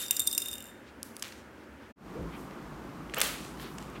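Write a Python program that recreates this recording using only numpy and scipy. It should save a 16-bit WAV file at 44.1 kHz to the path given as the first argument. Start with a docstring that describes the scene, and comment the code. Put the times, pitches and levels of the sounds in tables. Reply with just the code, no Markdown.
"""A metal tube falls on the tiles of a bare room, clatters, scrapes and rocks to rest, ever faster;
each contact rings its modes. A small bag of pellets ticks, drops on a plastic toy and settles.
After a short silent break the room noise is louder and the sounds farther off: a dull footfall
booms, then the toy's hollow shell clacks and scrapes as it is picked up and handled.
Hands and clothes brush faintly on both sides of the break."""
import sys
import numpy as np
from scipy import signal
from scipy.fft import rfft, irfft
from scipy.io import wavfile
from scipy.ndimage import uniform_filter1d

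SR = 44100
rng = np.random.default_rng(int(sys.argv[2]) if len(sys.argv) > 2 else 0)


def waveform_to_disk(signal):
    """Save audio, clipped to [-1, 1], as 16-bit WAV at the path in sys.argv[1]."""
    frames = np.transpose(np.atleast_2d(signal))
    scaled = np.clip(frames, -1, 1) * 32767
    samples = np.round(scaled).astype(np.int16)
    wavfile.write(sys.argv[1], SR, samples)


N = 176400
T = np.arange(N) / SR

# room noise before and after the break: freq_hz, density_db
NEAR_NOISE = [(18, -67), (30, -43), (64, -1.5), (174, -12), (221, -1), (394, -6.5), (426, -11), (512, -7.5),
              (721, -15), (937, -12), (1040, -16.5), (1130, -14.5), (1630, -13), (1910, -17), (3220, -26.5),
              (3670, -31.5), (16000, -42.5)]
FAR_NOISE = [(15, -40.5), (25, -30), (48, -2), (64, -0.5), (82, -16), (157, 1.5), (195, -2), (317, -2),
             (476, -10.5), (641, -12.5), (1190, -11.5), (1840, -20.5), (3720, -30.5), (9570, -39),
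             (10400, -41.5), (14800, -40), (16000, -49)]
# reverb decay: freq_hz, t60_s
ROOM_DECAY = [(300, 0.35), (2000, 0.65), (5000, .56), (9000, 0.49), (16000, 0.42)]
# reverb colour: freq_hz, gain_db
ROOM_COLOUR = [(300, 0.5), (1500, 2.5), (3000, 0), (5000, -1), (9000, -2.5), (15000, 0.5)]
# tube on tiles: start_s, level_db, sing_offset_db, middle_offset_db, deep_offset_db
TUBE_HITS = [(.016, -33.5, -15.5, -8, -5), (.026, -38, -23.5, 1.5, -8), (.041, -40.5, -15.5, 8, -7),
             (.062, -41.5, -11.5, 15.5, -5), (.082, -35.5, -7, 15, -5), (.109, -14.5, -16.5, -12, -2),
             (.1655, -27, -11, -14, -14), (.168, -29.5, -23, 14, -8), (.195, -20, -6.5, -18, -18),
             (.2022, -21, -9, -12, -13.5), (.218, -29, -5, -5, -10), (.267, -32, -26.5, 4.5, -8),
             (.2725, -20, -5.5, 5, -19), (.2745, -20.5, -10.5, -1, -10), (.313, -31.5, -13, 14, -9),
             (.328, -25, -11.5, -12, -6), (.334, -33, -9, 0.5, -10), (.349, -29, -5, -4, -8),
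             (.3785, -17, -20.5, 7.5, -4.5), (.402, -33.5, -12, 1.5, -1), (.419, -27.5, -5, -7, -2),
             (.422, -35, -26, 2, 1), (.458, -31.5, -1.5, -9, 5), (.474, -40, -2, -8, -17),
             (.484, -31.5, -2.5, -5, 4), (.513, -34.5, -5, -4, 3), (.524, -42.5, -20, 11, 0),
             (.530, -33, -4.5, 4, 2), (.538, -36, -14, -7, -2)]
# bounce before time zero, still ringing in the room: same columns
OPENING_HIT = (-0.0546, -9.5, -8, -5, -2.5)
# floor-damped tube modes: pitch_hz, level_db, t60_s
TUBE_MODES = [(2820, -8, 0.015), (5030, -16, 0.025), (5710, -16.5, 0.024), (7260, -9, 0.032),
              (7420, -2, 0.017), (7610, -6, 0.016), (8716, -6.5, 0.036), (8930, -1.5, 0.014),
              (10180, -17, 0.028), (10530, -7, 0.0149), (12200, -1.5, 0.014), (12900, -18, .025),
              (13170, -7, 0.03), (15380, -11, 0.013)]
# tube scraping as it rolls, low body of its loud hits, one short clink:
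# centre_s, sigma_s, level_db, low_hz, high_hz
TUBE_NOISES = [(.022, 0.027, -42, 1200, 12000), (.125, .015, -51, 1200, 3000),
               (.1685, 0.00061, -31, 4200, 6600), (.2, 0.017, -53, 1200, 3000),
               (.46, 0.068, -51, 6000, 14000)]
# hands and clothes: centre_s, sigma_s, level_db, low_hz, high_hz
RUSTLES = [(.885, 0.016, -58, 1500, 4200), (1.157, 0.0037, -60, 4500, 12970), (1.38, .03, -63, 2000, 8000),
           (1.61, 0.037, -66.5, 1800, 4970), (1.84, 0.032, -63.5, 1490, 4030),
           (2.346, 0.024, -51.5, 1480, 3120), (2.40, 0.054, -61, 4000, 14000),
           (3.44, 0.071, -54.5, 1500, 10000), (3.621, 0.016, -52.5, 2500, 14000),
           (3.645, 0.038, -49.5, 1480, 4800), (3.69, 0.096, -59.5, 2500, 14000),
           (3.965, 0.013, -50, 1410, 2930)]
# bag and pellets on the toy: start_s, level_db, low_hz, high_hz, t60_s
BAG_CLICKS = [(1.0302, -22, 5650, 12500, .004), (1.1665, -29, 3300, 10700, 0.0057),
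              (1.195, -42, 4500, 11000, 0.025), (1.2243, -22, 1400, 7000, .007),
              (1.2262, -26.5, 1500, 12000, 0.012), (1.281, -40, 2000, 12000, .008),
              (1.3225, -39.5, 1600, 6000, 0.02)]
# footfall thud: freq_hz, density_db
STEP_SPECTRUM = [(40, -13), (60, 6.5), (110, -5), (170, 0.5), (260, -6.5), (380, 3), (550, -4), (750, -37),
                 (2000, -66)]
# low room modes: pitch_hz, level_db, t60_s
BOOM_MODES = [(57.9, -44.5, .8), (165.4, -42, 0.34)]
# toy gripped and lifted: start_s, level_db, low_hz, high_hz, t60_s
TOY_CLICKS = [(2.228, -55, 4000, 14000, 0.0031), (2.51, -44, 1520, 3970, 0.01),
              (3.097, -42, 1500, 4530, 0.014), (3.1378, -31.5, 960, 4200, 0.036),
              (3.1447, -22.5, 3000, 13100, 0.0037), (3.1688, -30, 794, 4500, 0.016),
              (3.1968, -24, 1400, 5500, 0.0057), (3.2042, -15, 2000, 15000, 0.0028),
              (3.2146, -14, 1300, 11200, 0.022), (3.2195, -29, 4000, 11900, 0.009),
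              (3.261, -29, 1200, 6000, 0.017), (3.448, -40, 2000, 7000, .012),
              (3.573, -49, 1500, 5000, .012), (3.598, -41.5, 1380, 3900, 0.017),
              (3.7838, -35, 2000, 7000, 0.014), (3.826, -40, 1500, 7850, 0.0061),
              (3.90, -50, 3000, 12000, 0.012)]
# toy on tiles: centre_s, sigma_s, level_db, low_hz, high_hz
TOY_SCRAPES = [(3.181, 0.0087, -35, 470, 3600), (3.185, .003, -34, 13000, 15700)]
# hollow shell colour: centre_hz, gain_db, q
SHELL_BANDS = [(520, 18, 6.9), (1560, 3.5, 1.34), (2900, 2.5, 4.6), (4600, -4.5, 2.5), (8800, 2, 7.4)]


def from_db(db):
    """Decibels to gain."""
    return 10 ** (np.asarray(db) / 20)


def unit_rms(x):
    """Scale to rms 1."""
    return x / np.sqrt(np.mean(x ** 2) + 1e-20)


def at_hz(points, hz):
    """Table lookup on a log-frequency axis."""
    freqs_hz, values = np.transpose(points)
    return np.interp(np.log(np.maximum(hz, 1)), np.log(freqs_hz), values)


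def band(x, low_hz, high_hz):
    """Causal band-pass."""
    edges_hz = [low_hz, min(high_hz, .45 * SR)]
    return signal.sosfilt(signal.butter(2, edges_hz, "band", fs=SR, output="sos"), x)


def decay(t, t60_s):
    """Exponential decay; 1 for t < 0."""
    return np.exp(-np.log(1000) * np.maximum(t, 0) / t60_s)


def ramp(t, rise_s):
    """Linear rise from 0 to 1."""
    return np.clip(t / rise_s, 0, 1)


def noise(spectrum):
    """Steady coloured noise, rms 1."""
    gains = from_db(at_hz(spectrum, np.arange(N // 2 + 1) * SR / N))
    return unit_rms(irfft(rfft(rng.standard_normal(N)) * gains, N))


def tail_envelope(hz, delay_s=.002):
    """Reflections build up, then decay at the band's rate."""
    return ramp(T[:SR] - delay_s, rise_s=.018) * decay(T[:SR], at_hz(ROOM_DECAY, hz))


def reverb(x, wet_db):
    """Direct sound plus the diffuse tail of hard walls."""
    edges_hz = np.geomspace(150, 19000, 11)
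    tail = np.zeros(SR)
    for low_hz, high_hz in zip(edges_hz, edges_hz[1:]):
        hz = np.sqrt(low_hz * high_hz)
        reflections = band(rng.standard_normal(SR), low_hz, high_hz)
        tail += reflections * tail_envelope(hz) * from_db(at_hz(ROOM_COLOUR, hz))
    return x + from_db(wet_db) * signal.fftconvolve(x, tail / np.linalg.norm(tail))[:len(x)]


def tube(hits, sing_hz=3631, split_hz=43, deep_below_hz=3200, middle_below_hz=6000, lead_s=.1):
    """Each contact cracks and rings the modes, slightly detuned; a beating pair sings just after."""
    t, lead = T[:SR // 10], int(lead_s * SR)
    scatter_db, detune_ratio, sing_gain_db = 2.5, .009, 6.5
    hz, mode_db, t60_s = np.transpose(TUBE_MODES)
    envelopes = np.array([decay(t, d) for d in t60_s]) * ramp(t, rise_s=.00068)
    pair = np.sin(2 * np.pi * sing_hz * t) - np.sin(2 * np.pi * (sing_hz + split_hz) * t)
    pair *= decay(t, t60_s=.036)
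    clinks, singing = np.zeros((2, N + lead))
    for start_s, level_db, sing_db, middle_db, deep_db in hits:
        strength, shift = rng.standard_normal((2, len(hz)))
        # the contact point sets each mode family's level
        family_db = np.where(hz < deep_below_hz, deep_db, middle_db * (hz < middle_below_hz))
        gains = from_db(mode_db + scatter_db * strength + family_db)
        cycles = np.outer(hz * (1 + detune_ratio * shift), t) + rng.random((len(hz), 1))
        ring = gains @ (envelopes * np.sin(2 * np.pi * cycles))
        crack = band(rng.standard_normal(len(t)) * decay(t, t60_s=.01), low_hz=4500, high_hz=15000)
        i = int((start_s + lead_s) * SR)
        clinks[i:i + len(t)] += from_db(level_db) * (ring + crack)
        singing[i:i + len(t)] += from_db(level_db + sing_db + sing_gain_db) * pair
    return from_db(-.2) * (reverb(clinks, wet_db=-10.5) + reverb(singing, wet_db=-9))[lead:]


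def contact_noise(rows, grain_depth=.12):
    """Rubbing or brief contact: Gaussian swells of grainy noise."""
    hiss = rng.standard_normal(N)
    roughness = unit_rms(uniform_filter1d(rng.standard_normal(N), size=90))
    grains = hiss * np.exp(grain_depth * roughness)
    out = np.zeros(N)
    for centre_s, sigma_s, level_db, low_hz, high_hz in rows:
        swell = np.exp(-((T - centre_s) / sigma_s) ** 2 / 2)
        out += from_db(level_db) * swell * unit_rms(band(grains, low_hz, high_hz))
    return out


def rocking_hits(start_s=.554, first_gap_s=.0275, gap_ratio=.845, first_db=-37, loss_db=1.8):
    """The tube rocks to rest, each contact sooner and weaker."""
    sing_db, middle_db, deep_db = -9.5, -4, 5
    times_s = start_s + first_gap_s * (1 - gap_ratio ** np.arange(13)) / (1 - gap_ratio)
    return [(s, first_db - loss_db * k, sing_db, middle_db, deep_db) for k, s in enumerate(times_s)]


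def plastic_clicks(rows):
    """Dense, quickly damped modes: one noise burst per contact."""
    out, size = np.zeros(N + SR), SR // 8
    for start_s, level_db, low_hz, high_hz, t60_s in rows:
        envelope = decay(T[:size], t60_s)
        burst = band(rng.choice([-1, 1], size) * envelope, low_hz, high_hz)
        i = int(start_s * SR)
        out[i:i + size] += from_db(level_db) * burst * np.linalg.norm(envelope) / np.linalg.norm(burst)
    return out[:N]


def room_wash(x, wet_db):
    """Same room for dense clicks: each band's energy lingers as smooth noise."""
    edges_hz = np.geomspace(300, 18000, 13)
    wash, white = np.zeros(N), rng.standard_normal((2, N))
    for k, (low_hz, high_hz) in enumerate(zip(edges_hz, edges_hz[1:])):
        hz = np.sqrt(low_hz * high_hz)
        tail_power = tail_envelope(hz) ** 2
        power = signal.fftconvolve(band(x, low_hz, high_hz) ** 2, tail_power / tail_power.sum())[:N]
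        carrier = unit_rms(band(white[k % 2], low_hz, high_hz))
        wash += from_db(at_hz(ROOM_COLOUR, hz)) * np.sqrt(np.abs(power)) * carrier
    return x + from_db(wet_db) * wash


def pellet_bag(settle_s=1.234, ticks_per_s=1200):
    """The bag ticks and lands; its pellets settle in fading random ticks."""
    clicks = plastic_clicks(BAG_CLICKS)
    ticks = rng.standard_normal(N) * (rng.random(N) < ticks_per_s / SR)
    ticks *= (T > settle_s) * decay(T - settle_s, t60_s=.23)
    pellets = from_db(-17) * band(ticks, low_hz=1280, high_hz=4400)
    return from_db(-1.3) * room_wash(clicks + pellets, wet_db=-8)


def footfall(start_s=2.145, thud_rise_s=.045, boom_rise_s=.13):
    """A dull thud excites the room's low modes."""
    t = T - start_s
    thud = noise(STEP_SPECTRUM) * ramp(t, thud_rise_s) * decay(t - thud_rise_s, t60_s=.38)
    boom = sum(from_db(level_db) * np.sin(2 * np.pi * hz * t) * decay(t - boom_rise_s, t60_s)
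               for hz, level_db, t60_s in BOOM_MODES)
    return from_db(-35) * thud + boom * ramp(t, boom_rise_s)


def plastic_toy():
    """Clacks and scrapes, coloured by the hollow shell's peaks and dip."""
    body = plastic_clicks(TOY_CLICKS) + contact_noise(TOY_SCRAPES)
    for hz, gain_db, q in SHELL_BANDS:
        resonance = signal.lfilter(*signal.iirpeak(hz, q, fs=SR), body)
        body = body + (from_db(gain_db) - 1) * resonance
    return from_db(-.63) * room_wash(body, wet_db=-2.5)


def scene(break_start_s=1.925, break_end_s=1.958):
    """Tube and bag close by, a silent break, then footfall and toy farther off."""
    bag, toy = pellet_bag(), plastic_toy()
    near = tube([OPENING_HIT, *TUBE_HITS, *rocking_hits()]) + contact_noise(TUBE_NOISES) + bag
    near += from_db(-50.5) * band(noise(NEAR_NOISE), low_hz=52, high_hz=SR / 2)
    far = footfall() + toy + from_db(-43.5) * noise(FAR_NOISE)
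    brushing = contact_noise(RUSTLES)
    fade_out = ramp(break_start_s - T, .017)
    fade_in = ramp(T - break_end_s, rise_s=.15)
    return ((near + brushing) * fade_out + (far + brushing) * fade_in)[None]


def record(dry, cutoff_hz=15900):
    """Steep low-pass."""
    return signal.sosfilt(signal.ellip(10, .2, 80, cutoff_hz, fs=SR, output="sos"), dry)


dry = scene()
out = record(dry)
waveform_to_disk(out)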